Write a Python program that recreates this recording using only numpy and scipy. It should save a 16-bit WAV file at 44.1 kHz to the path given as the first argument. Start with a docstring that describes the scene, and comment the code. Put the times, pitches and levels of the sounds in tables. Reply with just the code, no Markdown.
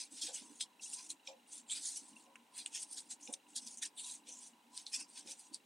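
"""A metal crochet hook drags yarn through stitches, close by, in short rustles of stick-slip friction.
Countless fibres catch and slip; now and then a loop snaps off the hook or its tip jumps a strand.
The crocheted piece gives a muffled rustle and the hands bump softly. Further off, a clock's pawl
clicks faintly once a second and sets its case ringing. Tiny pips sound over the low room noise."""
import sys
import numpy as np
from scipy import signal
from scipy.fft import rfft, irfft, next_fast_len
from scipy.io import wavfile
from scipy.ndimage import uniform_filter1d, map_coordinates

SR = 44100
rng = np.random.default_rng(int(sys.argv[2]) if len(sys.argv) > 2 else 0)


def unload_wav(signal):
    """Save mono or channel-first audio to the path in sys.argv[1] as 16-bit WAV at rate SR, clipped to [-1, 1]."""
    wavfile.write(
        sys.argv[1],
        SR,
        np.round(np.clip(np.atleast_2d(signal).T, -1, 1) * 32767).astype(np.int16),
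    )


N = 249165
T = np.arange(N) / SR

# Spectrum of slipping fibres. Each row: frequency in Hz, gain in dB.
FIBRE_HISS = [(4500, -12), (6000, 1.5), (7500, 2), (9000, 4.5), (10200, -2), (11300, -1.5), (13000, -12),
              (15500, -18.5)]


def undb(db):
    """Amplitude ratio of a level in decibels."""
    return 10 ** (np.asarray(db) / 20)


def unit(x):
    """Normalisation to an rms of 1."""
    return x / np.sqrt(np.mean(x ** 2) + 1e-30)


def noise(size=N):
    """Gaussian white noise."""
    return rng.standard_normal(size)


def shaped(x, points):
    """Zero-phase filtering by (Hz, dB) points, falling 12 dB an octave below the first."""
    hz, db = np.transpose(points)
    size = next_fast_len(x.shape[-1])
    f = np.fft.rfftfreq(size, 1 / SR) + 1
    skirt = np.minimum(f / hz[0], 1) ** 2
    gain = undb(np.interp(np.log(f), np.log(hz), db))
    return irfft(rfft(x, size) * skirt * gain, size)[..., :x.shape[-1]]


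def ring(x, hz, width):
    """Resonance with steep flanks: two equal band-pass stages in series."""
    peak = signal.iirpeak(hz, hz / width, fs=SR)
    return signal.lfilter(*peak, signal.lfilter(*peak, x))


def walk(rate, size=N):
    """Random modulation with a spread near 1, gliding to a new value rate times a second."""
    return 1.2 * np.interp(T[:size] * rate, np.arange(4096), noise(4096))


def modes(table, size):
    """Line broadening: tones waver about their resonances (Hz, width Hz, dB); the sum has rms 1."""
    tones = np.zeros(size)
    for hz, width, db in table:
        wavering_hz = hz + width * walk(2 * width, size) / 2
        tones += undb(db) * np.sin(2 * np.pi * np.cumsum(wavering_hz) / SR)
    return unit(tones)


def burst(rise, t60):
    """Damped envelope: a linear rise, then exponential decay by 60 dB in t60 seconds."""
    t = T[:SR // 4]
    return np.minimum(t / rise, 1) * np.exp(-np.log(1000) * np.maximum(t - rise, 0) / t60)


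def add(track, s, sound):
    """Superposition of a sound on a track, from s seconds on."""
    i = max(int(s * SR), 0)
    track[i:i + len(sound)] += sound[:N - i]


def walls(x, t60, wet_db):
    """Reverberation: reflections add a short, dull tail, different left and right."""
    shape = burst(0.00045, t60)
    diffuse = shaped(noise((2, len(shape))), [(100, 12.8), (7000, 1.5), (12000, 0.7)])
    tails = diffuse * shape / np.sqrt(np.sum(shape ** 2))
    return x + undb(wet_db) * signal.fftconvolve(np.atleast_2d(x), tails, axes=1)[:, :N]


def room_noise(air_db=-72.5, side_db=-6):
    """Ambient noise with a few wavering resonances; an antiphase part gives it width."""
    # Resonances. Each row: frequency in Hz, half-width of a stage in Hz, level in dB, waver in dB.
    resonances = [(237.8, 20.5, -80, 5), (291.8, 26.4, -80, 5.2), (831, 100, -78, 1.2), (988, 61, -79, 5)]
    # Broadband room noise. 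Each row: frequency in Hz, gain in dB.
    air_spectrum = [(100, -31.5), (210, -8.5), (330, -16), (420, -10), (1050, -24), (1300, -19),
                    (3000, -16.5), (5000, -24.5), (9000, -21.5), (12000, -30.5), (15500, -28.5)]
    side_spectrum = [(150, -18), (250, -16), (950, -7), (4000, -16.5), (9000, -44), (12000, -57)]
    drone = sum(undb(db + waver_db * walk(15)) * unit(ring(noise(), hz, 2 * half_width))
                for hz, half_width, db, waver_db in resonances)
    air = unit(shaped(noise(), air_spectrum))
    side = unit(shaped(noise(), side_spectrum)) * np.array([[1], [-1]])
    return drone + undb(air_db) * (air + undb(side_db) * side)


def pips(first_s=0.027, period_s=0.03337, faint_db=-70, accent_db=4, whine_db=-74.5, whine_lag_s=0.004):
    """Damped tones, perhaps from a camera lens: a few clear pips over a faint train with a whine."""
    # The clear pips. Each row: start in seconds, level in dB.
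    clear_pips = [(.359, -50), (.794, -53.5), (0.859, -54), (.927, -53.5), (0.993, -62), (2.163, -52),
                  (3.996, -53), (4.061, -55.5)]
    # Resonances of a pip. Each row: frequency in Hz, width in Hz, relative level in dB.
    pip_modes = [(2781, 190, -2), (4140, 44, -26)]
    out, shape = np.zeros(N), burst(rise=0.0031, t60=0.052)
    for s, db in clear_pips:
        add(out, s, undb(db) * shape * modes(pip_modes, len(shape)))
    beats = np.arange(first_s, T[-1], period_s)
    fading = walk(2.34)[(beats * SR).astype(int), None]
    scatter_db = 2.5 * np.clip(fading + noise((len(beats), 2)), -3, 2)
    for k, (s, (pip_scatter, whine_scatter)) in enumerate(zip(beats, scatter_db)):
        pip = shape ** 2 * modes(pip_modes, len(shape))
        whine = shape * modes([(3930, 100, 0)], len(shape))
        add(out, s, undb(faint_db + accent_db * (k % 2) + pip_scatter) * pip)
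        add(out, s + whine_lag_s, undb(whine_db + whine_scatter) * whine)
    return out


def clock(case_lag_s=0.00591):
    """Impact excitation: the pawl clicks each second, then the modes of the case swell and ring."""
    # Ticks. Each row: start in seconds, click level in dB, case level in dB.
    ticks = [(0.273, -47, -53.5), (1.273, -37, -50.5), (2.258, -65, -65), (3.274, -44.5, -53.5),
             (4.269, -55, -67.5), (5.269, -61, -64)]
    # Modes of pawl and case. Each row: frequency in Hz, width in Hz, relative level in dB.
    pawl_modes = [(2457, 36, 2), (2910, 800, 0), (3680, 520, 2.5), (5570, 400, 5)]
    case_modes = [(535.4, 44.7, 11.5), (782, 300, 8), (894, 98, -6)]
    out, click, hum = np.zeros(N), burst(rise=0.0018, t60=0.027), burst(rise=0.014, t60=0.19)
    for s, click_db, case_db in ticks:
        add(out, s, undb(click_db) * click * modes(pawl_modes, len(click)))
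        add(out, s + case_lag_s, undb(case_db) * hum * modes(case_modes, len(hum)))
    return out


def hand_bumps():
    """Soft impacts carry mostly low frequencies: the shifting hands make unpitched thuds."""
    # Bumps. Each row: start in seconds, level in dB.
    bumps = [(0.115, -54.5), (.234, -55.5), (0.415, -53.5), (0.501, -53.5), (2.019, -58), (3.286, -48),
             (4.985, -57.5), (5.251, -54.5), (5.511, -57.5)]
    # Spectrum of a bump. Each row: frequency in Hz, gain in dB.
    thud_spectrum = [(90, -25), (160, -24.5), (220, 2), (300, 2), (390, -13), (800, -29.5), (2000, -31.5)]
    out, shape = np.zeros(N), burst(rise=0.009, t60=0.13)
    for s, db in bumps:
        thud = unit(shaped(shape * noise(len(shape)), thud_spectrum))
        add(out, s, undb(db) * np.std(shape) * thud)
    return out


def fabric(rubbing, relative_db=-28.5, follow_exponent=0.22):
    """Amplitude modulation: the muffled rustle of the shifting piece loosely follows the rubbing."""
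    # Spectrum of the crocheted piece. Each row: frequency in Hz, gain in dB.
    muffled_spectrum = [(200, -5.5), (300, 3.5), (420, -10.5), (950, 0), (1300, -16.5), (2500, -15),
                        (5000, -41)]
    effort = np.sqrt(np.abs(uniform_filter1d(rubbing ** 2, size=4000)))
    rustle = unit(effort ** follow_exponent * shaped(noise(), muffled_spectrum))
    return undb(relative_db) * np.std(rubbing) * rustle


def loop_snaps(ring_db=-5, fizz_db=-12, rise_share=0.054):
    """Damped vibration: a released loop flicks the hook, which rings amid a bright fizz of fibres."""
    # Releases. Each row: start in seconds, level in dB, ring frequency in Hz, 60 dB decay in seconds.
    releases = [(0.608, -25, 3980, 0.011), (1.1, -35, 3910, 0.051), (1.5316, -38.5, 6900, 0.02),
                (1.695, -37.5, 3450, 0.089), (2.356, -41.5, 2340, 0.021), (3.222, -45.5, 6420, 0.16),
                (3.25, -44, 6900, 0.095), (3.325, -34, 8870, 0.075), (3.828, -43.5, 1833, 0.089),
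                (3.967, -44.5, 3690, 0.26), (4.041, -41, 3860, 0.079), (4.861, -43, 4030, 0.13)]
    out = np.zeros(N)
    for s, db, hz, t60 in releases:
        shape = burst(rise_share * t60, t60)
        width_hz = np.clip(14 / t60, hz / 8, hz / 2.5)  # quick: a broad tick; slow: a narrow squeak
        body = undb(ring_db) * modes([(hz, width_hz, 0)], len(shape))
        fizz = undb(fizz_db) * unit(shaped(noise(len(shape)), FIBRE_HISS))
        add(out, s, undb(db) * shape * (body + fizz))
    return out


def tip_clicks(rise_s=0.00061, overtone_ratio=1.4, overtone_db=-5, bright_hz=8620, fibres_db=-18):
    """Cushioned impact: the tip jumps a strand with a tick rounded by yarn, then loose fibres stir."""
    # Jumps. Each row: start in seconds, level in dB, ring frequency in Hz, bright mode in relative dB.
    jumps = [(0.6111, -31.5, 3260, -11), (1.7088, -39, 3600, 9), (2.356, -47, 1520, -15),
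             (2.6608, -31, 2930, 6), (2.749, -38, 5450, 10.5), (3.3382, -36, 5870, 7.5),
             (3.674, -40, 5000, -2), (3.773, -39.5, 6400, -1), (4.2914, -39, 5930, -13),
             (4.7762, -34, 4040, 4.5), (4.866, -32.5, 4120, -32), (5.5446, -35, 4960, 6.5)]
    out, tail = np.zeros(N), burst(rise=0.0017, t60=0.087)
    t = T[:len(tail)]
    pulse = (t / rise_s * np.exp(1 - t / rise_s)) ** 2
    turn = 2 * np.pi * t
    for s, db, hz, bright_db in jumps:
        tick = np.sin(hz * turn) + undb(overtone_db) * np.sin(overtone_ratio * hz * turn)
        tick += undb(bright_db) * np.sin(bright_hz * turn)
        fibres = undb(fibres_db) * unit(ring(noise(len(tail)), hz, hz / 2))
        add(out, s, undb(db) * (pulse * tick + tail * fibres))
    return out


def crackle(breaks_per_s=64, spread_db=4):
    """Shot noise: lone fibres break free at random with tiny bright ticks."""
    breaks = (rng.random(N) < breaks_per_s / SR) * undb(spread_db * np.clip(noise(), -2, 1))
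    tick = noise(60) * np.hanning(60)
    return unit(shaped(signal.fftconvolve(breaks, tick)[:N], FIBRE_HISS))


def friction(spectrum, grain_db=3.5, patchy_db=6.5, judder_db=1.6, patch_rate=55, bands=64):
    """Stick-slip friction: dense, uneven slips, whose resonances come and go as the contact shifts."""
    slips = np.sign(noise()) * (rng.random(N) < 0.5)
    slips *= undb(grain_db * np.minimum(rng.exponential(size=N), 4))
    f, t, frames = signal.stft(slips, SR, nperseg=512)
    band_index = np.interp(f, np.geomspace(1000, 12000, bands), np.arange(bands))
    place = np.meshgrid(band_index, t * patch_rate, indexing="ij")
    patches = undb(patchy_db * map_coordinates(noise((bands, 1024)), place, order=1))
    rub = unit(shaped(signal.istft(frames * patches, SR)[1][:N], spectrum))
    # The hand pulls evenly: energy moves between the resonances while its sum holds.
    power = uniform_filter1d(rub ** 2, size=900)
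    judder = undb(judder_db * walk(rate=200))
    return unit(rub / np.sqrt(power + 1e-9) * judder)


def hollow(x, hz, depth_db, width_octaves=0.32):
    """Spectral notch with a raised shoulder on each side; a negative depth makes it a peak."""
    f = np.geomspace(1000, 16000, 80)
    away = (np.log2(f / hz) / width_octaves) ** 2
    gain_db = -depth_db * (1 - away) * np.exp(-away / 2)
    return shaped(x, np.transpose([f, gain_db]))


def pulls():
    """Motion that drives the friction: each pull as (timing, levels, notch)."""
    # The hook works through a stitch. Each row: peak time in seconds, hiss in dB, length in seconds,
    # tightness (scrape relative to hiss) in dB, notch frequency in Hz, notch depth in dB.
    strokes = [(.006, -43.5, 0.059, -1, 3200, 3), (0.185, -50.5, 0.063, -0.5, 6000, 1),
               (0.241, -39, 0.036, -7, 2280, -1), (0.272, -44.5, 0.057, -0.5, 2180, 4),
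               (0.348, -40, 0.029, -13, 4500, 7), (0.375, -49, 0.078, 0, 4400, 2),
               (0.841, -44.5, 0.042, -37, 4150, 8), (0.937, -41, 0.03, -15, 5460, 2.5),
               (0.995, -57, 0.05, 5.5, 3570, 3), (1.279, -64, 0.046, 11, 7140, -8),
               (1.723, -41.5, 0.051, -0.5, 5390, 13.5), (1.766, -43, 0.057, -1, 6300, 4.5),
               (1.869, -39.5, 0.1, -11, 2640, 11.5), (1.971, -39, 0.037, -14, 4670, -0.5),
               (2.585, -44.5, 0.061, -1.5, 6200, 5.5), (2.758, -44.5, 0.052, 2, 4430, 11.5),
               (2.828, -39.5, 0.025, -12, 6500, 0.5), (2.928, -44.5, 0.068, -19, 6900, 9),
               (2.984, -42.5, 0.04, -5.5, 2530, 11.5), (3.116, -42, 0.034, -8, 5850, 1.5),
               (3.34, -46.5, 0.011, 4, 6700, -7), (3.83, -36, 0.02, -2, 4900, 6),
               (3.856, -43.5, 0.028, 0.5, 4330, 5), (3.996, -44.5, 0.043, -7.5, 5730, 16),
               (4.29, -51.5, 0.046, -0.5, 4670, 6), (4.325, -52.5, 0.027, -27, 4200, 33),
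               (4.775, -48, 0.067, -3.5, 6900, 1), (4.947, -34.5, 0.035, -2, 3780, 5.5),
               (5.005, -46, 0.04, -1, 3630, 13), (5.18, -48.5, 0.055, -1.5, 4450, 2),
               (5.275, -57, 0.0089, 7, 6500, -5), (5.296, -50, 0.068, -1.5, 4600, 4),
               (5.317, -43, 0.025, -6.5, 4540, -1)]
    # The hook slips clear of the loops. Each row: peak time in seconds, hiss in dB, tightness in dB,
    # notch frequency in Hz, notch depth in dB.
    slips = [(0.223, -39.5, 1, 2290, 9), (0.615, -39.5, 4.5, 5300, 4.5), (.829, -53.5, 5.5, 4200, 2.5),
             (1.105, -39.5, -11.5, 4900, 3.5), (2.666, -48, -12, 5900, 5), (3.566, -36, -6, 2550, 6.5),
             (3.578, -42, -4.5, 2480, 13), (3.673, -47.5, -2, 3650, 5), (3.781, -51, -10, 4450, 16),
             (5.398, -50.5, -14, 6700, 9), (5.544, -48, 0, 6100, 3)]
    # Slack yarn runs evenly over the finger. Each row: start and end in seconds, hiss in dB,
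    # notch frequency in Hz.
    feeds = [(0.121, 0.18, -54, 5740), (0.43, 0.607, -61, 4850), (0.854, 0.98, -49.5, 3460),
             (0.99, 1.062, -53.5, 3700), (1.482, 1.512, -61, 5660), (1.525, 1.58, -50, 5200),
             (1.82, 1.93, -48, 2920), (1.99, 2.107, -59.5, 6050), (2.164, 2.224, -62, 5900),
             (2.59, 3.074, -65.5, 6550), (2.765, 2.808, -47.5, 3980), (3.214, 3.305, -58, 4730),
             (3.488, 3.536, -64.5, 5000), (3.624, 3.745, -53.5, 3650), (4.038, 4.084, -48, 5560),
             (4.075, 4.143, -46, 5400), (4.346, 4.472, -54.5, 4800), (4.868, 4.92, -60, 6300),
             (5.091, 5.17, -61, 6100), (5.378, 5.472, -61, 5200)]
    for s, db, length, tight_db, hz, depth_db in strokes:
        yield (s, s, 0.42 * length, 0.58 * length), (db, tight_db, tight_db - 11.5), (hz, depth_db)
    for s, db, tight_db, hz, depth_db in slips:
        yield (s, s, 0.0092, 0.017), (db, tight_db, -22), (hz, depth_db)
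    for start, end, db, hz in feeds:
        yield (start, end, 0.011, 0.026), (db, -9, -22.5), (hz, 3)


def yarn(crackle_db=-10):
    """Friction noise grows with sliding speed: fibres hiss, and tight loops add scrape and rasp."""
    # Spectra of the scraping hook and the rasping yarn. Each row: frequency in Hz, gain in dB.
    scrape_spectrum = [(2400, -80), (3200, 3), (4000, 6.5), (5400, 7.5), (6800, -5.5)]
    rasp_spectrum = [(800, -57), (1400, -7), (2000, -0.5), (2500, 7.5), (3100, 5.5), (4000, -61)]
    textures = np.array([friction(colour) for colour in (FIBRE_HISS, scrape_spectrum, rasp_spectrum)])
    textures[0] += undb(crackle_db) * crackle()
    out = np.zeros(N)
    for (start, end, swell_s, fade_s), (db, scrape_db, rasp_db), notch in pulls():
        span = np.arange(*np.searchsorted(T, [start - 4 * swell_s, end + 4 * fade_s]))
        # The yarn lets go quickly, runs from start to end and slows more gently.
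        before = np.maximum(start - T[span], 0) / swell_s
        after = np.maximum(T[span] - end, 0) / fade_s
        speed = np.exp(-before ** 1.5 - after ** 1.3)
        fibres = undb([0, scrape_db, rasp_db]) @ textures[:, (span + rng.integers(N)) % N]
        out[span] += undb(db) * speed * hollow(fibres, *notch)  # each grip has its own notch
    return out


def scene():
    """Distance sets the share of reverberation: the hands are close and dry, the clock further off."""
    # Response of the microphone. Each row: frequency in Hz, gain in dB.
    mic_response = [(170, -2.5), (9500, -2.5), (10400, -7), (11500, -18.5), (15500, -22.5)]
    rubbing = yarn()
    handwork = rubbing + fabric(rubbing) + loop_snaps() + tip_clicks() + hand_bumps()
    near = walls(handwork, t60=0.056, wet_db=-17)
    far = walls(clock(), t60=0.15, wet_db=-9)
    return shaped(near + far + pips(), mic_response) + room_noise()


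def record(dry):
    """Band limiting: a steep low-pass filter cuts the treble above 15.8 kHz."""
    return signal.sosfilt(signal.ellip(10, 0.2, 70, 15800, fs=SR, output="sos"), dry)


dry = scene()
out = record(dry)
unload_wav(out)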